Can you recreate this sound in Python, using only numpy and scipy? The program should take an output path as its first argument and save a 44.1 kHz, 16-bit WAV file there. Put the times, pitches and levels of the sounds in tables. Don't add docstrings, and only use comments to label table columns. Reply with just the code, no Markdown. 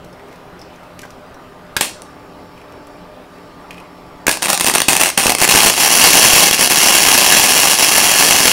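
import sys
import numpy as np
from scipy import signal
from scipy.io import wavfile
from scipy.ndimage import uniform_filter1d

SR = 44100
rng = np.random.default_rng(int(sys.argv[2]) if len(sys.argv) > 2 else 0)


def unload_audio(sound):
    columns = np.transpose(np.atleast_2d(sound))
    steps = np.round(np.clip(columns, -1, 1) * 32767)
    wavfile.write(sys.argv[1], SR, steps.astype(np.int16))


def gain_from_db(level_db):
    decades = np.asarray(level_db, float) / 20
    return 10 ** decades


N = 375732


def evened(x):
    return x / np.sqrt(np.mean(x ** 2) + 1e-20)


def read(points, hz):
    f, value = np.transpose(points)
    return np.interp(np.log(hz + 1), np.log(f + 1), value)


def along(rows, column=1, off=-120.):
    rows = np.array(rows)
    return np.interp(np.arange(N) / SR, rows[:, 0], rows[:, column], off, off)


def humps(rows, t):
    return sum(height * np.maximum(1 - abs(t - middle) / half, 0) for middle, half, height in rows)


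def causal(db):
    mirrored = np.r_[db, db[-2:0:-1]]
    log = np.log(gain_from_db(np.maximum(mirrored, -100)))
    taps = np.fft.ifft(np.exp(log - 1j * signal.hilbert(log).imag)).real[:len(db)]
    return taps / np.linalg.norm(taps)


def train(s, size):
    return np.bincount(np.round(np.asarray(s) * SR).astype(int), size, N)[:N]


def dying(x, seconds):
    return signal.lfilter([1], [1, -np.exp(-1 / (seconds * SR))], x)


def wander(hz):
    return evened(signal.lfilter(*signal.butter(2, hz, fs=SR), rng.standard_normal(N)))


def ringing(x, hz, t60):
    t = np.arange(int(t60 * SR)) / SR
    mode = gain_from_db(-60 * t / t60) * np.sin(2 * np.pi * hz * t)
    return signal.oaconvolve(x, mode)[:N]


def puff(x, seconds):
    u = np.arange(1200) / (seconds * SR)
    push = -(1 - u) * np.exp(-u) * np.minimum(u / 0.26, 1)
    return signal.oaconvolve(x, push)[:N]


def hum(lines, drift, depth_db):
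    turns = np.cumsum(1 + drift * wander(3.5)) / SR
    out = np.zeros(N)
    for hz, db in lines:
        level = np.sqrt(2) * gain_from_db(db + depth_db * wander(8))
        out += level * np.sin(2 * np.pi * (hz * turns + rng.random()))
    return out


# pitch_hz, density_db [dB per Hz]
AIR = [(12, -46.5), (20, -8), (22, 2), (48, -7), (177, -5.5), (216, -14), (248, -8.5), (277, -6),
       (590, -6.5), (642, -6), (1220, -10.5), (1710, -16), (5530, -30), (6180, -34.5), (16000, -39.5)]


def fan_air():
    frames, hz = N // 256 + 5, np.fft.rfftfreq(1024, 1 / SR)
    a, b, patches = rng.standard_normal((frames, 513, 3)).T
    patches = evened(uniform_filter1d(uniform_filter1d(patches, 8, 0), 12, 1))
    spectrum = (a + 1j * b) * gain_from_db(read(AIR, hz)[:, None] + 1.7 * patches)
    air = signal.istft(spectrum, nperseg=1024, noverlap=768)[1][:N]
    return gain_from_db(-39.5) * evened(air)


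# pitch_hz, level_db [rms]
FAN = [(177.6, -51), (253, -53.5), (403.7, -53), (506, -59), (602.9, -51.5), (1206, -55.5)]
# pitch_hz, level_db [rms]
FEEDER = [(290.7, -50), (872.1, -51.5), (1157, -53), (5405, -64)]
# pitch_hz, level_db [rms]
GEARS = [(4700, -66), (7267, -72), (10584, -76)]
# time_s, level_db
FEEDING = [
    (1.95, -30),
    (2.03, 0.5),
    (3.03, 0.5),
    (3.08, -12),
    (3.28, -12),
    (3.36, -.5),
    (4.26, 0.5),
]


def machine():
    feeder = hum(FEEDER, 0.00027, 1) + wander(70) * hum(GEARS, 0.00052, 1)
    return fan_air() + hum(FAN, 0.0019, 3.3) + gain_from_db(along(FEEDING)) * feeder


# middle_s, half_length_s, level_db
RUSTLES = [
    (.2, .03, -59),
    (.32, .06, -51),
    (.59, .05, -54),
    (.72, .05, -58),
    (1.035, .06, -52),
    (3.76, .07, -53),
]


def glove():
    stroke = humps([(s, half, gain_from_db(db)) for s, half, db in RUSTLES], np.arange(N) / SR)
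    clumps = rng.exponential(1, N) * (rng.random(N) < 250 / SR)
    grains = dying(clumps, .003) * rng.standard_normal(N)
    return stroke * evened(signal.lfilter(*signal.butter(1, [1300, 6000], "band", fs=SR), grains))


# start_s, scratch_db, ring_hz, ring_db
TICKS = [(.0462, -38, 5400, -50), (.128, -44, 5300, -46), (.195, -54, 1900, -39), (.2835, -48, 2400, -42),
         (.325, -48, 2120, -40), (.5931, -42, 5300, -41), (.616, -39, 5200, -36), (.7587, -47, 6200, -50),
         (.832, -56, 780, -33), (0.9914, -27.5, 2380, -36), (1.0173, -31, 7000, -44),
         (1.032, -44, 1575, -27), (1.052, -50, 800, -28), (1.105, -34, 5300, -41), (1.343, -42, 5740, -47),
         (2.5767, -48, 2440, -37), (2.615, -50, 2460, -40), (2.7222, -43, 2450, -43),
         (2.87, -39, 10200, -54), (3.708, -32, 2510, -28), (3.7439, -46, 2500, -38.5),
         (3.78, -43, 2520, -35), (3.8, -40, 2520, -38), (3.801, -46, 10300, -50)]


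def ticks():
    out, t = np.zeros(N), np.arange(2600) / SR
    chance = rng.standard_normal((len(TICKS), 2, len(t)))
    band = signal.butter(2, [1800, 11500], "band", fs=SR)
    for (s, db, hz, ring_db), (noise, shake) in zip(TICKS, chance):
        scratch = signal.lfilter(*band, noise) * np.exp(-t / 0.0038)
        fuzz = 0.73 + evened(uniform_filter1d(shake, 40))
        ring = np.sin(2 * np.pi * hz * t) * fuzz * np.exp(-t / 0.0074)
        out[round(s * SR):][:len(t)] += gain_from_db(db) * scratch + gain_from_db(ring_db) * ring
    return out


# start_s, tick_db, ring_db
TAPS = [
    (1.766, -2.5, -1),
    (1.7716, -16, -9),
    (4.2674, -1, -7),
    (4.279, -27, 5),
]
# pitch_hz, level_db, t60_s
WIRE = [(586, -16.5, 0.13), (1600, -6, 0.12), (1667, 4.5, 0.062), (2194, 0.5, 0.04), (2450, 0.5, 0.053),
        (2610, -2, 0.055), (3470, -8, 0.037)]


def wire():
    s, tick_db, ring_db = np.transpose(TAPS)
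    tick = dying(train(s, gain_from_db(tick_db)), 0.0037) * rng.standard_normal(N)
    tick = signal.lfilter(*signal.butter(1, 7000, fs=SR), tick)
    knocks = train(s, gain_from_db(ring_db - 15.5))
    return tick + sum(gain_from_db(db) * ringing(knocks, hz, t60) for hz, db, t60 in WIRE)


# start_s, end_s, sizzle_start_db, sizzle_end_db
SPELLS = [(1.809, 1.925, -13, -43), (4.318, 4.36, -21, -29), (4.42, 4.472, -19, -18),
          (4.482, 4.558, -13.5, -19), (4.598, 4.649, -22, -20), (4.654, 4.719, -17, -18),
          (4.737, 4.828, -15, -32), (4.882, 4.988, -9, -24), (4.994, 5.104, -10, -24.5),
          (5.174, 5.331, -11.5, -20.5), (5.386, 5.452, -18, -12), (5.489, 5.706, -13.5, -10.5),
          (5.717, 5.771, -20.5, -18.5), (5.769, 5.841, -13.5, -9.5), (5.841, 6.449, -10, -7.5),
          (6.45, 8.6, -10.5, -11.5)]
# middle_s, half_length_s, depth_db
FALTERS = [
    (6.476, 0.0071, -3),
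    (6.504, 0.017, -16),
    (6.52, 0.0088, -14),
    (6.573, 0.034, -11.5),
    (6.672, 0.015, -9),
    (6.688, .012, -19),
    (7.764, 0.028, -11.5),
    (8.495, .03, -3.5),
]


def current():
    level = np.zeros(N)
    for start, end, first_db, last_db in SPELLS:
        level += gain_from_db(along([(start, first_db), (end, last_db)]))
    return level * gain_from_db(humps(FALTERS, np.arange(N) / SR))


def shorts(burning):
    place, size, low = np.clip(rng.standard_normal((600, 3)), -1.8, 1.8).T
    s = SPELLS[1][0] + (np.arange(600) + .25 * place + .5) / 110
    keep = s < N / SR
    arc_db = 20 * np.log10(burning[(s[keep] * SR).astype(int)])
    peak_db = arc_db + 9 + 4 * size[keep]
    blast_db = -14 + 4.5 * low[keep]
    return np.transpose([s[keep], peak_db, blast_db])


def spitting(bursts):
    fade = dying(bursts, 0.0015) + gain_from_db(-15.0) * dying(bursts, 0.0035)
    return fade * np.tanh(2 * rng.standard_normal(N))


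def spatter_drops():
    settled_s = 5.49
    spread_db = np.where(np.arange(N) < settled_s * SR, 2, 4.5)
    sizes = gain_from_db(spread_db * np.minimum(rng.exponential(1, N), 3.2))
    return sizes * (rng.random(N) < 450 / SR)


def shock(bursts, drops, burning):
    kicks = gain_from_db(2.5) * bursts + gain_from_db(-8.5) * burning * evened(drops)
    return np.convolve(kicks, [-0.81, -0.79, 0.48, 0.5, 0.6])[:N]


def sizzling(drops, burning):
    spatter = evened(dying(drops, 0.00045) * rng.standard_normal(N))
    hiss = rng.standard_normal(N) * gain_from_db(2.1 * wander(80))
    return burning * (gain_from_db(-4.5) * spatter + gain_from_db(-7) * hiss)


def blasting(blasts):
    blast = signal.lfilter(*signal.butter(1, 1800, fs=SR), puff(blasts, 0.00039))
    thump = gain_from_db(-26.0) * puff(blasts * blasts, 0.00082)
    return gain_from_db(-1) * blast + thump


# pitch_hz, density_db [dB per Hz]
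COLD = [(88, -33), (150, -10), (302, -3.5), (501, -6), (784, 0.5), (1300, -6.5), (1740, -4.5), (2380, -6.5),
        (2620, 0), (3060, -8.5), (7700, -10.5), (8930, -3), (10200, -9.5), (13000, -15), (15700, -17)]
# pitch_hz, density_db [dB per Hz]
MOLTEN = [(88, -29), (150, -9.5), (291, -4), (511, -6.5), (769, -2), (1350, -7), (2300, -6), (2780, 2),
          (3650, -11.5), (4400, -7.5), (5600, -4.5), (8600, -12), (10300, -3.5), (13000, -13), (15700, -14)]
# time_s, molten_share [0-1]
POOL = [
    (5.0, 0.1),
    (5.3, 0.28),
    (5.8, 0.78),
]
# pitch_hz, width_hz, level_db
PLATE = [(740, 97, -6), (1101, 89, 1.5), (1704, 90, 7.5), (2157, 140, 6.5), (2630, 580, -1),
         (3284, 180, 5.5), (3850, 53, 8.5), (4270, 270, 5.5), (4680, 89, 4.5), (5500, 310, 3.5),
         (6030, 200, 5), (6580, 110, 3), (7000, 190, 6), (7440, 210, 6.5)]


def coloured(x):
    hz = np.fft.rfftfreq(4096, 1 / SR)
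    plate = sum(gain_from_db(db) ** 2 / (1 + (2 * (hz - f) / width) ** 2) for f, width, db in PLATE)
    plate_db = 10 * np.log10(0.099 + plate)
    plate_db -= uniform_filter1d(plate_db, 150)
    share = np.clip(np.interp(np.arange(N) / SR, *np.transpose(POOL)), 0, 1)
    cold = signal.oaconvolve(x, causal(read(COLD, hz) + .15 * plate_db))[:N]
    molten = signal.oaconvolve(x, causal(read(MOLTEN, hz) + .7 * plate_db))[:N]
    return (1 - share) * cold + share * molten


# start_s, peak_db, blast_db [relative to peak]
FLASH = [
    (1.8105, 6.5, -6),
    (1.8208, -17, -14),
    (2.02, -21.5, -26),
]
# start_s, peak_db,
# blast_db [relative to peak]
STUTTER = [(4.2816, 6, 3), (4.2932, 5, -11), (4.3133, 2, -9), (4.372, -11, -16), (4.428, -3, -17),
           (4.4512, -12, 0), (4.458, -1.5, -24), (4.4907, -2, -20), (4.5009, 5.5, -15), (4.531, 6, -18),
           (4.5563, -12, -21), (4.576, -2, -10), (4.598, -2, -21), (4.6092, 5, 0), (4.645, 0, 3),
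           (4.6652, 5.5, -10), (4.672, 4, -15), (4.683, 4, -4), (4.6977, 0, -1), (4.739, -2, -15),
           (4.7505, 7.5, -16), (4.7566, 5, -13), (4.782, 3.5, -15), (4.8032, 4, -17), (4.818, 5.5, -4),
           (4.8836, 11, 1.5), (4.9313, 2.5, -16), (4.953, -2, -14), (4.966, 4, -13), (4.975, -3, -3)]
# start_s, peak_db, blast_db [relative to peak]
POOLING = [(5.015, 7, -11), (5.0341, 9, -13), (5.0588, 1.5, -21), (5.0695, -4, -13), (5.0798, -5, -8),
           (5.0895, -2, -17), (5.1012, -4, -9), (5.1763, 11, -2), (5.259, -4, 14.5), (5.2671, 6.5, 2),
           (5.2805, -1, 10), (5.2954, 4.5, -5), (5.3024, 6, -3), (5.3204, 2, -9), (5.35, 3, -25),
           (5.3849, -2, -16), (5.4159, 6.5, 4), (5.4238, 8, -3), (5.4341, 6, -23), (5.4438, 3.5, -11),
           (5.477, 4, -21), (5.4892, -2, -16), (5.496, 8, -16), (5.5104, 9, -7), (5.5229, 6, -17),
           (5.5398, 3, 4), (5.5494, 3, 9), (5.5576, 8, -15), (5.5732, 6, -31), (5.5878, 8, -15)]
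# start_s, peak_db, blast_db [relative to peak]
STEADY = [(5.6327, 5, -11), (5.661, 11.5, -0.5), (6.0394, 16.5, -7), (6.0725, 9, -1.5), (6.1318, 12, -13),
          (6.1533, 12, -1), (6.172, 6, -15), (6.251, 12, -9), (6.334, 7, 6), (6.3538, 4, -6),
          (6.5107, 5.5, 3), (6.529, 4, -21), (6.5931, 0.5, 5.5), (6.7154, -2, -10), (6.6743, 2, -18),
          (6.7, 2, -8), (6.863, 3, 4), (6.885, 5, -17), (6.9507, 12, -15), (7.0847, 5, -13),
          (7.116, 4, -21), (7.177, 15, -12), (7.3225, 15, -19), (7.5636, -1, -10), (7.9808, 11, -13),
          (8.1978, 9, -7), (8.2249, 8.5, -8), (8.308, 13, -4), (8.4543, 8.5, 0.5), (8.4783, 12, -16)]


def arc():
    burning = current()
    s, db, low_db = np.vstack([FLASH, STUTTER, POOLING, STEADY, shorts(burning)]).T
    bursts = train(s, gain_from_db(db))
    drops = spatter_drops()
    bright = gain_from_db(-4) * spitting(bursts) + shock(bursts, drops, burning) + sizzling(drops, burning)
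    return coloured(bright) + blasting(train(s, gain_from_db(db + low_db)))


# pitch_hz, t60_s
ROOM = [(150, 0.42), (700, 0.28), (2500, 0.3), (5000, 0.43), (12000, 0.22)]
# delay_s, level_db
ECHOES = [
    (.0021, -24),
    (0.0109, -25.5),
    (.016, -22.5),
]


def tail():
    taps = np.zeros(SR // 2)
    at = np.arange(200, SR // 2 - 20, 20)
    taps[at + rng.integers(0, 20, len(at))] = rng.choice([-1., 1.], len(at))
    hz, t, z = signal.stft(taps, SR, nperseg=256)
    taps = signal.istft(z * gain_from_db(-60 * t / read(ROOM, hz)[:, None]), SR, nperseg=256)[1]
    walls_s = 0.011
    taps[:round(walls_s * SR)] *= gain_from_db(-3.5)
    taps *= gain_from_db(-10.0) / np.linalg.norm(taps)
    for s, db in ECHOES:
        taps[round(s * SR)] += gain_from_db(db)
    return taps


def shop(x):
    turn = np.cumsum(23 + 8 * wander(5.97)) / SR % 6
    out = x.copy()
    for k in range(6):
        window = np.cos(np.pi / 2 * np.clip((turn - k + 3) % 6 - 3, -1, 1))
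        out += signal.oaconvolve(x * window, tail())[:N]
    return out


def scene():
    bench = glove() + ticks() + wire() + arc()
    return (machine() + shop(bench))[None]


def top_cut(x):
    return signal.sosfilt(signal.butter(12, 16520, fs=SR, output="sos"), x)


def record(dry):
    ceiling, edge_hz = .87, 15800
    clipped = np.clip(dry, -ceiling, ceiling)
    edge = signal.firwin(511, edge_hz, window=("kaiser", 7), fs=SR)
    mix = signal.oaconvolve(clipped, edge[None], "same")
    return top_cut(mix)


dry = scene()
out = record(dry)
unload_audio(out)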